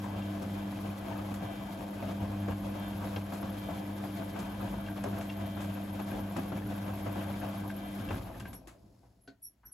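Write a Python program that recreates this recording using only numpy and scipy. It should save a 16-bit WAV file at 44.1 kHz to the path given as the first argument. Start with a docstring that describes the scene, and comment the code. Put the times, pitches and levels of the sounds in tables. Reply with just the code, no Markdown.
"""A motor's hum and buzz come first, with belt chirps and sloshing suds: a front-loading washer tumbles wet laundry.
Close to its door in a small room, clothes slap, air gulps, and buttons knock on the steel drum.
Steady waves make the hum, shaped noise makes brushes, water and cloth, and fading rings make bubbles and metal.
At 8.1 s the motor cuts out: the load drops, the water settles, rubber squeaks and the machine clicks."""
import sys
import numpy as np
from scipy import signal
from scipy.fft import rfft, irfft, next_fast_len
from scipy.io import wavfile
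from scipy.ndimage import uniform_filter1d, map_coordinates

SR = 44100
rng = np.random.default_rng(int(sys.argv[2]) if len(sys.argv) > 2 else 0)


def to_wav(s):
    """Save 16-bit WAV."""
    ch = np.atleast_2d(s).T  # columns
    pcm = np.round(np.clip(ch, -1, 1) * 32767)  # PCM
    wavfile.write(sys.argv[1], SR, pcm.astype(np.int16))


N = 429093
TIME = np.arange(N) / SR  # seconds
CUT_S = 8.12  # the motor cuts out


def amp(db):
    """Turn decibels into a gain."""
    return 10 ** (np.asarray(db) / 20)


def unit(x):
    """Scale to an rms of 1."""
    return x / np.sqrt(np.mean(x ** 2) + 1e-20)


def along(points, hz):
    """Read a (pitch, value) table at any pitch, on a log pitch axis."""
    point_hz, value = np.transpose(points)
    return np.interp(np.log(hz + 1), np.log(point_hz + 1), value)


def curves(rows):
    """Draw a line through each column after the time, with one value per sample."""
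    s, *columns = np.transpose(rows)
    return [np.interp(TIME, s, column) for column in columns]


def wobble(rate):
    """A smooth random curve around zero, with `rate` random points a second."""
    points = rng.standard_normal(int(N * rate / SR) + 4)
    return map_coordinates(points, [TIME * rate])


def filtered(x, response):
    """Multiply the spectrum of x by a response that depends on pitch."""
    size = next_fast_len(N + SR // 4)
    hz = np.fft.rfftfreq(size, 1 / SR)
    return irfft(rfft(x, size) * response(hz), size)[..., :N]


# How alike the left and right sides are: pitch_hz, coherence [0 to 1]
LIKENESS = [(120, .985), (200, .975), (300, .84), (500, .3), (1000, .43), (1600, .55), (3000, .38),
            (5500, .38), (7000, .97)]


def coloured(pair, spectrum):
    """Give two unrelated white signals a spectrum, then spread them over left and right at the same power."""
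    def response(hz):
        gain = unit(amp(along(spectrum, hz)))
        turn = np.arccos(np.clip(along(LIKENESS, hz), -1, 1)) / 2
        return gain * np.array([np.cos(turn), np.sin(turn)])

    mid, side = filtered(pair, response)
    return np.array([mid + side, mid - side])


def white():
    """Two unrelated white noises."""
    return rng.standard_normal((2, N))


def narrow(centre_hz, width):
    """Noise of rms 1 in one resonance, `width` Hz wide."""
    edges_hz = [centre_hz - width / 2, centre_hz + width / 2]
    band = signal.butter(2, edges_hz, "bandpass", fs=SR, output="sos")
    return unit(signal.sosfilt(band, rng.standard_normal(N)))


def whistle(centre_hz, waver):
    """A tone of rms 1 with an unsteady pitch; waver is a share of the pitch."""
    hz = centre_hz * (1 + waver * wobble(600))
    return np.sqrt(2) * np.sin(2 * np.pi * np.cumsum(hz) / SR)


def add(track, s, sound):
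    """Mix a sound into a track at s seconds."""
    start = max(round(s * SR), 0)
    part = track[..., start:start + sound.shape[-1]]
    part += sound[..., :part.shape[-1]]


def bursts(rows, attack):
    """Loudness of blows (start_s, level_db, t60_s) that rise over `attack` seconds and die away by 60 dB in t60_s."""
    power, t = np.zeros(N), TIME[:SR // 2]
    for s, db, t60 in rows:
        blow = amp(db - 60 * t / t60) * (1 - np.exp(-t / attack))
        add(power, s, blow ** 2)
    return np.sqrt(power)


def swells(rows, rise):
    """Loudness of swells (crest_s, level_db, length_s); rise is the share of the length before the crest."""
    power = np.zeros(N)
    t = np.arange(-SR // 2, SR // 2) / SR
    for s, db, length in rows:
        u = t / (length * np.where(t < 0, rise, 1 - rise))
        swell = amp(db) * np.exp(-2 * u ** 2)
        before_start = max(round((.5 - s) * SR), 0)  # samples that would fall before time zero
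        add(power, s - .5, (swell ** 2)[before_start:])
    return np.sqrt(power)


def settling(db_per_s):
    """Gain that holds while the motor runs and then dies away."""
    return amp(-db_per_s * np.maximum(TIME - CUT_S, 0))


# How long the room rings before it has faded by 60 dB: pitch_hz, t60_s
ROOM_FADE = [(200, 0.19), (2000, 0.16), (12000, 0.13)]


def room(x, wet_db):
    """Add the short answer of hard walls: a noise tail that fades at its own pace for each pitch."""
    hz, t, z = signal.stft(rng.standard_normal((2, SR // 3)), SR, nperseg=256)
    fade = amp(-60 * t / along(ROOM_FADE, hz)[:, None])
    tail = signal.istft(z * fade, SR, nperseg=256)[1]
    wet = signal.fftconvolve(x[None], tail / np.linalg.norm(tail[0]), axes=1)[:, :N]
    flat = [(1, 0)]
    return x + amp(wet_db) * coloured(wet, flat)


HUM_HZ = 99.96  # twice the mains rate
FADE_S = 0.12  # the motor current dies away after the cut
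FLUTTER_DB, FLUTTER_PER_S = 1.5, 9  # the lowest line wavers at random
# Motor effort against the load, before small level trims: time_s, first_line_db, second_line_db
MOTOR_EFFORT = [(0.2, -41.5, -41), (0.53, -43.5, -40.5), (0.99, -49, -44), (1.36, -42, -41),
                (1.64, -55.5, -45), (2.43, -37.5, -38.5), (2.76, -44, -41), (3.35, -45.5, -42),
                (5.3, -44.5, -42), (6.3, -44, -41), (7.72, -43, -42), (7.9, -58, -43), (8.05, -43.5, -43)]
# Motor buzz through the cabinet, before it wavers: multiple of the hum pitch, level_db
CABINET_BUZZ = [(7, -66), (13, -70), (15, -69), (16, -69), (17, -70), (20, -72), (23, -72), (24, -74),
                (28, -75), (31, -71.5), (32, -71), (35, -72.5), (36, -74), (37, -76)]


def motor():
    """Magnetic pull at twice the mains rate: three strong low lines follow the effort, with a thin cabinet buzz."""
    steady_db, second_db = curves(MOTOR_EFFORT)
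    first_db = steady_db + FLUTTER_DB * wobble(FLUTTER_PER_S)
    power = np.clip(1 - (TIME - CUT_S) / FADE_S, 0, 1)
    phase = 2 * np.pi * HUM_HZ * TIME
    hum = amp(first_db - 1.5) * np.cos(phase + 0.41 * wobble(8.5))
    hum += amp(second_db + 0.35) * np.cos(2 * phase + 0.15 * wobble(5.5))
    third_db = second_db - 6.5 + 1.47 * wobble(9)
    hum += amp(third_db) * np.cos(3 * phase + 0.51 * wobble(11.0))
    drift = 0.021 * wobble(7.3)
    buzz = np.zeros((2, N))
    for multiple, db in CABINET_BUZZ:
        # each line gets its own phase on the left and on the right
        offset = rng.uniform(0, 2 * np.pi) + 0.97 * rng.standard_normal((2, 1))
        buzz += amp(db) * np.cos(multiple * (phase + drift) + offset)
    buzz *= amp(3.56 * wobble(7.4))
    return np.sqrt(2) * power * (hum + buzz)


# Pulley speed: time_s, turns_per_s
PULLEY_TURNS = [(0, 11.71), (.8, 11.05), (1.6, 10.86), (2.4, 9.85), (3.2, 11.61), (4, 10.67), (4.8, 10.5),
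                (5.6, 10.8), (6.4, 10.8), (7.2, 11.05), (8.1, 10.56), (8.45, 7), (8.66, 0)]


def pulley_speed():
    """Speed of the drive as a share of its fastest."""
    speed, = curves(PULLEY_TURNS)
    return speed / speed.max()


# The chirp starts weaker and builds up; its level also follows the square of the speed
BELT_DB, BELT_START_DB, BELT_BUILD_S = -61, -10.5, 2.3
# Hiss of the brushes: pitch_hz, relative level_db per Hz
BRUSH_SPECTRUM = [(500, 13), (1500, -7.5), (2000, 12), (2900, -0.5), (3200, 9.5), (4200, 5), (5300, 2.5),
                  (6500, -0.5), (10000, 0), (12000, 5), (13300, 4), (14000, -8), (15800, -12)]


def drive():
    """Brushes hiss with speed; the belt chirps once a turn, and more faintly twice a turn."""
    speed, = curves(PULLEY_TURNS)
    angle = 2 * np.pi * (np.cumsum(speed) / SR - .23)
    hiss_db = -57.5 + 1.13 * wobble(11) + 1.95 * wobble(60)
    hiss = amp(hiss_db) * pulley_speed() * coloured(white(), BRUSH_SPECTRUM)
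    rub = unit(np.exp(5 * (np.cos(angle) - 1)) + .4) * amp(2.5 * wobble(150))
    graze = unit(np.exp(3 * np.cos(2 * angle - 2.8))) * amp(2.2 * wobble(17))
    squeal = 0.69 * whistle(11730, waver=0.01274) + 0.49 * whistle(11270, waver=0.018)
    belt_db = BELT_DB + BELT_START_DB * np.exp(-TIME / BELT_BUILD_S)
    belt = amp(belt_db) * (speed / np.median(speed)) ** 2
    return hiss + belt * (rub * squeal + 0.35 * graze * whistle(10050, waver=0.019))


CHURN_DB, CHURN_SWING_DB = -48, 1.5  # water stirred at full drum speed between surges
RIPPLE_DB, RIPPLE_DB_PER_S = -51.5, 21.5  # water rocking by itself, and how fast it settles
SURGE_RISE = 0.44  # share of a surge spent rising
# Surges as the three paddles plough laundry through the suds: crest_s, level_db, length_s
PADDLE_SURGES = [(.18, -47, 0.19), (.43, -45.5, .11), (.87, -44.5, .1), (1.11, -44, 0.26),
                 (1.32, -44, 0.046), (1.43, -43.5, 0.068), (1.81, -44, 0.082), (2.09, -43, 0.14),
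                 (2.23, -44.5, 0.11), (2.5, -42, 0.1), (2.77, -45, 0.16), (3.05, -45, 0.15),
                 (3.47, -47, 0.19), (3.75, -46, 0.18), (4.2, -44.5, 0.13), (4.43, -44, 0.23),
                 (4.64, -43.5, 0.13), (4.97, -48.5, .07), (5.19, -43, 0.12), (5.42, -45.5, .11),
                 (6.15, -43.5, 0.2), (6.39, -40, 0.062), (6.56, -43.5, 0.094), (6.72, -46, 0.21),
                 (6.88, -44.5, 0.11), (7.08, -43.5, 0.13), (7.19, -44, 0.13), (7.32, -43, 0.12),
                 (7.44, -44.5, 0.1), (8.01, -46, 0.084), (8.12, -43, .16)]


def slosh_level():
    """Level of the water in dB: churn that follows the drum speed, surges, and ripples that outlast them."""
    churn = pulley_speed() * amp(CHURN_DB + CHURN_SWING_DB * wobble(14))
    ripple = amp(RIPPLE_DB) * settling(RIPPLE_DB_PER_S)
    surge = swells(PADDLE_SURGES, SURGE_RISE)
    return 10 * np.log10(churn ** 2 + ripple ** 2 + surge ** 2)


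def patchy(depth_db):
    """Two white noises with patches of random gain, some hundred Hz wide and some tens of ms long."""
    z = signal.stft(white(), nperseg=512)[2]
    field = rng.standard_normal(z.shape[1:])
    field = uniform_filter1d(field, size=5, axis=0)  # smooth over pitch
    field = uniform_filter1d(field, size=7, axis=1)  # smooth over time
    return signal.istft(z * amp(depth_db * unit(field)), nperseg=512)[1][:, :N]


CRACKLE_PER_S, CRACKLE_SHARE = 1100, .35  # snaps a second on each channel; their share of the power


def crackle():
    """Two white noises, partly broken up into the tiny snaps of bursting water films."""
    snaps = unit(white() * (rng.uniform(size=(2, N)) < CRACKLE_PER_S / SR))
    return np.sqrt(CRACKLE_SHARE) * snaps + np.sqrt(1 - CRACKLE_SHARE) * unit(patchy(depth_db=2.5))


def bubbles(count, centre_hz, spread, cycles, scatter_db):
    """Small air pockets ring briefly and rise in pitch, each at its own place."""
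    when, place = rng.uniform(size=(2, count, 1))  # place runs from one side to the other
    hz = np.clip(centre_hz * np.exp(spread * rng.standard_normal((count, 1))), 300, 6000)
    size = amp(scatter_db * np.minimum(rng.exponential(size=(count, 1)), 3))
    size = size * (centre_hz / hz) ** 0.57  # low bubbles are louder
    t = TIME[:900]
    age = hz * t / cycles
    envelope = size * np.exp(-3 * age) * (1 - np.exp(-25 * age))
    ring = envelope * np.sin(2 * np.pi * hz * t * (1 + 0.064 * age))
    index = ((when * N).astype(int) + np.arange(len(t))).ravel()
    sides = []
    for side in (place, 1 - place):
        panned = ring * np.sin(side * np.pi / 2)
        sides.append(np.bincount(index, panned.ravel(), N)[:N])  # add up all the rings
    return unit(np.array(sides))


# Churning suds: pitch_hz, relative level_db per Hz
WATER_SPECTRUM = [(150, -13), (330, -1), (440, -11), (530, 2), (600, -1), (675, 1.5), (800, -2.5),
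                  (1050, -6.5), (1400, -13.5), (1600, -10), (1850, -20.5), (2600, -18), (4500, -30),
                  (15000, -37.5)]
# Fizzing foam: pitch_hz, relative level_db per Hz
FOAM_SPECTRUM = [(400, 10), (2300, -2), (5300, 6.5), (6300, 1), (12000, 2.5), (16000, -25)]


def water():
    """Suds churn and crackle in swells, full of bubbles and droplets; foam fizzes on after the drum has stopped."""
    slosh_db = slosh_level()
    clumps = unit(crackle() * amp(1.2 * wobble(40)))
    churn = coloured(clumps * amp(slosh_db - 1.17), WATER_SPECTRUM)
    bubble_db = 0.93 * slosh_db - 15.0  # bubbles fade more slowly than the churn as the water settles
    gurgle = amp(bubble_db) * bubbles(count=1100, centre_hz=783.0, spread=0.379, cycles=19.5, scatter_db=1.0)
    droplets = amp(slosh_db - 24.5) * bubbles(count=260, centre_hz=2420, spread=0.335, cycles=38, scatter_db=3.5)
    wash = churn + gurgle + droplets
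    deep = filtered(wash, lambda hz: 1 / (1 + (hz / 1000) ** 4))
    vigour = amp(0.74 * np.minimum(slosh_db + 57.0, 3))  # gentle water loses its splashy top
    fizz_db = np.interp(TIME, [8.5, 9.05, 9.4], [-77, -77, -91]) + 1.3 * wobble(230)
    foam = coloured(white() * amp(fizz_db), FOAM_SPECTRUM)
    return deep + vigour * (wash - deep) + foam


def drum_wall():
    """The steel drum sings in two modes under the moving water and rings on after each slap."""
    slap_push = bursts([(s, db - 14, .22) for s, db in CLOTH_SLAPS], attack=0.0073)
    force = np.hypot(amp(slosh_level() - 9.5), slap_push)
    return force * (0.44 * narrow(527.8, width=24.0) + 0.87 * narrow(664.4, width=34))


SWAY_DB, SWAY_DB_PER_S = -55, 12  # the tub on its springs, and how fast it comes to rest
RUMBLE_DB, RUMBLE_DB_PER_S = -46.5, 22  # laundry rolling in the drum, and how fast it comes to rest
LURCH_RUMBLE_DB = 1  # rumble of a lurch relative to its sway
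PUSH_DB = 1  # rumble of the shifting water relative to its surge
# A heavy bundle rolls over and the tub lurches: crest_s, level_db, length_s
TUB_LURCHES = [(1.61, -49, 0.14), (2.27, -49, .25), (2.6, -50, 0.32), (2.95, -50, 0.45), (3.69, -48, 0.21),
               (4.72, -47, 0.34), (6.17, -45, 0.18), (6.68, -48, 0.2), (8.17, -47, 0.49),
               (8.43, -47.5, 0.3), (8.85, -59.5, .16), (9.67, -64.5, 0.075)]
# The load dropping in the tub: start_s, level_db before the soft attack, upper modes relative level_db
LOAD_DROPS = [(2.204, -30, -16), (2.484, -40, 2), (3.69, -40.5, 7.5), (6.372, -33, 2), (8.108, -29, -10)]
# Swaying tub: pitch_hz, relative level_db per Hz
SWAY_SPECTRUM = [(28, -46), (45, 2), (65, 1.5), (85, -18), (120, 0.5), (300, -105)]
# Rolling laundry, also used for the thud of cloth: pitch_hz, relative level_db per Hz
RUMBLE_SPECTRUM = [(50, -37), (80, -6), (97, 5), (120, 1), (146, -10.5), (185, 4.5), (225, -5), (280, -2),
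                   (340, -8), (430, -13.5), (700, -53)]


def tub():
    """The tumbling load sways the tub, rumbles in the drum and now and then drops onto three low tub modes."""
    lurch = swells(TUB_LURCHES, rise=0.45)
    sway = np.hypot(amp(SWAY_DB) * settling(SWAY_DB_PER_S), lurch) * coloured(white(), SWAY_SPECTRUM)
    rolling = amp(RUMBLE_DB) * settling(RUMBLE_DB_PER_S)
    push = amp(PUSH_DB) * swells(PADDLE_SURGES, SURGE_RISE)
    rumble_gain = np.sqrt(rolling ** 2 + push ** 2 + (amp(LURCH_RUMBLE_DB) * lurch) ** 2)
    rumble = rumble_gain * coloured(white(), RUMBLE_SPECTRUM)
    thump, t = np.zeros(N), TIME[:SR // 3]
    for s, db, upper_db in LOAD_DROPS:
        upper = np.sin(2 * np.pi * 172 * t) + 0.58 * np.sin(2 * np.pi * 265 * t)
        ring = np.sin(2 * np.pi * 88 * t) + amp(upper_db) * upper
        add(thump, s, amp(db - 60 * t / 0.21) * (1 - np.exp(-t / 0.0099)) * ring)
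    return sway + rumble + thump


# Wet clothes landing, before each layer's level trim: start_s, level_db
CLOTH_SLAPS = [(0.04, -40), (2.023, -34.5), (2.483, -32.5), (3.162, -34), (3.322, -36), (3.429, -34),
               (3.687, -37.5), (4.039, -35.5), (4.36, -35), (4.735, -35.5), (5.041, -33.5), (5.062, -33),
               (5.13, -35.5), (5.569, -36), (5.995, -35.5), (6.365, -30.5), (6.52, -34), (7.063, -34),
               (7.158, -32.5), (8.107, -32.5)]
# Spray thrown against the glass: start_s, level_db before it spatters, t60_s
GLASS_SPRAYS = [(0.04, -51, 0.14), (0.42, -50, 0.18), (1.34, -43.5, 0.1), (3.335, -48.5, 0.21),
                (4.39, -45, 0.18), (5.038, -42, 0.05), (5.21, -49.5, 0.32), (5.605, -49, 0.42),
                (6.366, -43, 0.08), (8.398, -45, 0.094), (8.53, -47.5, 0.095), (8.672, -50.5, 0.23)]
# Wet cloth on steel: pitch_hz, relative level_db per Hz
SLAP_SPECTRUM = [(200, -12), (330, -2), (500, 0), (680, 1), (1050, -3), (1600, -10), (2000, -17),
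                 (4000, -28), (15000, -46)]
# Spray on glass: pitch_hz, relative level_db per Hz
SPRAY_SPECTRUM = [(300, 3), (1200, 9), (3000, -0.5), (5500, -5), (8000, -1), (12000, -6), (16000, -21)]


def laundry():
    """Wet cloth lands with a spattering slap and a dull thud, and flings spray at the glass."""
    slap = bursts([(s - .002, db - 2.2, .13) for s, db in CLOTH_SLAPS], attack=.0016)
    thud = bursts([(s, db - 0.5, .14) for s, db in CLOTH_SLAPS], attack=0.0044)
    spatter = unit(amp(0.79 * wobble(350)))
    spray = spatter * bursts(GLASS_SPRAYS, attack=0.00036)
    slap_sound = coloured(crackle() * slap, SLAP_SPECTRUM)
    thud_sound = coloured(white() * thud, RUMBLE_SPECTRUM)
    return slap_sound + thud_sound + coloured(white() * spray, SPRAY_SPECTRUM)


GULP_CYCLES = 26  # cycles, at the starting pitch, until a gulp has faded by 60 dB
# Air pockets gulping under the laundry: start_s, level_db before attack and room, starting pitch_hz
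AIR_GULPS = [(0.042, -30, 990), (1.11, -31.5, 894), (2.026, -32, 616), (2.481, -34, 490), (3.688, -28, 624),
             (5.041, -27, 598), (5.061, -33, 405), (6.364, -34, 1160), (7.219, -35, 667), (8.672, -48, 333),
             (8.748, -49, 600)]


def gulps():
    """Cloth traps a large pocket of air under water; it rings briefly and rises a little in pitch."""
    out, t = np.zeros(N), TIME[:SR // 4]
    for s, db, hz in AIR_GULPS:
        age = hz * t / GULP_CYCLES
        envelope = amp(db - 60 * age) * (1 - np.exp(-hz * t))
        add(out, s, envelope * np.sin(2 * np.pi * hz * t * (1 + 0.029 * age)))
    return room(out, wet_db=-2.0)


STEEL_T60_S, FAVOUR_OCTAVES = 0.035, 0.091  # how long the modes ring; how narrowly a contact picks among them
# Buttons and zips knocking on wet steel: start_s, level_db before attack and room, favoured pitch_hz
STEEL_KNOCKS = [(.219, -41, 2790), (3.161, -32.5, 3030), (3.162, -38, 1590), (3.427, -49, 5430),
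                (4.862, -41, 2790), (4.884, -34, 1590), (5.039, -46, 5430), (5.21, -37, 2230),
                (5.292, -41, 2790), (5.298, -33, 2530), (6.114, -35.5, 1590), (7.7, -33, 1590),
                (8.087, -36.5, 2750), (8.106, -31, 1590), (8.403, -44, 2790), (8.406, -39, 1590),
                (8.454, -34.5, 1570)]
# Modes of the drum's shell: pitch_hz
SHELL_MODES = [1582, 2297, 2760, 3216, 5360]


def buttons():
    """Each knock clacks and rings the steel shell, most of all the modes that its place of contact favours."""
    out, t = np.zeros(N), TIME[:SR // 4]
    for s, db, favoured_hz in STEEL_KNOCKS:
        ring = np.zeros(len(t))
        for hz in SHELL_MODES:
            distance = np.log2(hz / favoured_hz) / FAVOUR_OCTAVES
            ring += np.sin(2 * np.pi * (hz * t + rng.uniform())) / np.hypot(1, distance)
        band = signal.butter(2, [favoured_hz / 2, favoured_hz * np.sqrt(2)], "bandpass", fs=SR)
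        clack = unit(signal.lfilter(*band, rng.standard_normal(len(t)))) * amp(-5 - 60 * t / .03)
        attack = 1 - np.exp(-t / 0.0029)
        add(out, s, amp(db) * attack * (ring * amp(-60 * t / STEEL_T60_S) + clack))
    return room(out, wet_db=-8)


# Rubber sticking and slipping as the drum settles, before the room:
# start_s, length_s, pitch_hz, level_db, octave-below relative level_db, rasp relative level_db
RUBBER_SQUEAKS = [(8.477, 0.019, 11450, -52, -40, -20), (8.531, 0.044, 11330, -53.5, -10.5, -1),
                  (9.207, 0.053, 11100, -67, -40, -28), (9.418, 0.059, 11280, -46.5, -12, -5),
                  (9.651, 0.026, 11440, -50, -11, -23), (9.716, 0.029, 11200, -44, -27, -31)]


def rubber():
    """Stick-slip squeaks hold a nearly level pitch, with some rasp and a growing octave below."""
    out = np.zeros(N)
    waver = wobble(500)
    rasp = 1.1 * narrow(8750, width=220) + 0.7 * narrow(9900, width=1000)
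    for s, length, hz, db, sub_db, rasp_db in RUBBER_SQUEAKS:
        u = np.linspace(0, 1, int(length * SR))  # progress through the squeak
        start = rng.integers(N // 2)
        part = slice(start, start + len(u))
        pitch_hz = hz * (1 + 0.011 * (u - .5) + 0.011 * waver[part])
        phase = 2 * np.pi * np.cumsum(pitch_hz) / SR
        octave_below = amp(sub_db) * 2 * u * np.sin(phase / 2)
        tone = np.sin(phase) + octave_below + amp(rasp_db) * (1 - u) * rasp[part]
        add(out, s, amp(db) * np.sin(np.pi * u) * tone)
    return room(out, wet_db=2.5)


# Clicks of the resting machine, before the band filter and the room:
# start_s, ring level_db, rattle level_db, rattle t60_s, lower band edge_hz, upper band edge_hz
REST_CLICKS = [(9.032, -60, -48.5, 0.27, 398, 915), (9.276, -45, -51.5, 0.093, 100, 5000),
               (9.632, -56, -50.5, 0.28, 850, 1580)]
# Modes of the front panel: pitch_hz, relative level_db, t60_s
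PANEL_MODES = [(213, 0, .08), (272, 4.5, 0.088), (404, -1, 0.11), (540, -9, .07), (672, -4.5, 0.092),
               (1076, -20, 0.1), (1410, -14, 0.061), (1510, -4, 0.05), (1860, -20, 0.16), (4075, -17, 0.11),
               (4280, -16, 0.099), (4480, -13, .09)]


def fittings():
    """Each click of the resting machine rings and rattles the front panel; loose contact roughens high modes most."""
    clicks, t = np.zeros(N), TIME[:SR // 4]
    unrest = wobble(330)

    def mode(hz):
        """One mode with a chattering phase; low ones take longest to build up."""
        start = rng.integers(N // 2)
        chatter = hz / 3300 * unrest[start:start + len(t)]
        return (1 - np.exp(-hz * t / 2)) * np.sin(2 * np.pi * (hz * t + rng.uniform()) + chatter)

    for s, ring_db, rattle_db, t60, low_edge_hz, high_edge_hz in REST_CLICKS:
        ring = sum(amp(db - 60 * t / life) * mode(hz) for hz, db, life in PANEL_MODES)
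        rattle = rng.standard_normal(len(t)) * amp(rattle_db - 60 * t / t60)
        band = signal.butter(2, [low_edge_hz, high_edge_hz], "bandpass", fs=SR)
        add(clicks, s, signal.lfilter(*band, amp(ring_db) * ring + rattle))
    return room(clicks, wet_db=-3)


# Quiet of the room: pitch_hz, relative level_db per Hz
QUIET_SPECTRUM = [(20, -25), (50, -12), (110, -19), (250, -8), (600, -29), (1500, -24.5), (5000, -34),
                  (15000, -34)]


def scene():
    """The machine over the quiet of the room."""
    quiet = amp(-78.5) * coloured(white(), QUIET_SPECTRUM)
    running = motor() + drive() + water() + drum_wall() + tub()
    landing = laundry() + gulps() + buttons()
    resting = rubber() + fittings()
    return quiet + running + landing + resting


TOP_HZ = 15800  # nothing is kept from here up
# The left side is nearer the drum: pitch_hz, left minus right level_db
SIDE_LEAN = [(300, .3), (550, 3.2), (1100, 2.6), (1600, 2), (2400, 3.8), (5500, 3), (7000, 0)]
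# Phase between left and right, turning steadily through the treble: pitch_hz, phase difference in turns
TREBLE_PHASE = [(7100, 0), (9000, .5), (11000, 1), (12000, 1.15), (13400, 1.5), (15000, 2)]


def record(dry):
    """Two sides that differ in level and treble phase, and a band limit."""
    sides = np.array([[.5], [-.5]])  # each side takes half of the difference

    def side_response(hz):
        level = amp(sides * along(SIDE_LEAN, hz))
        return level * np.exp(2j * np.pi * sides * along(TREBLE_PHASE, hz))

    stereo = filtered(dry, side_response)
    return filtered(stereo, lambda hz: hz < TOP_HZ)


dry = scene()
out = record(dry)
to_wav(out)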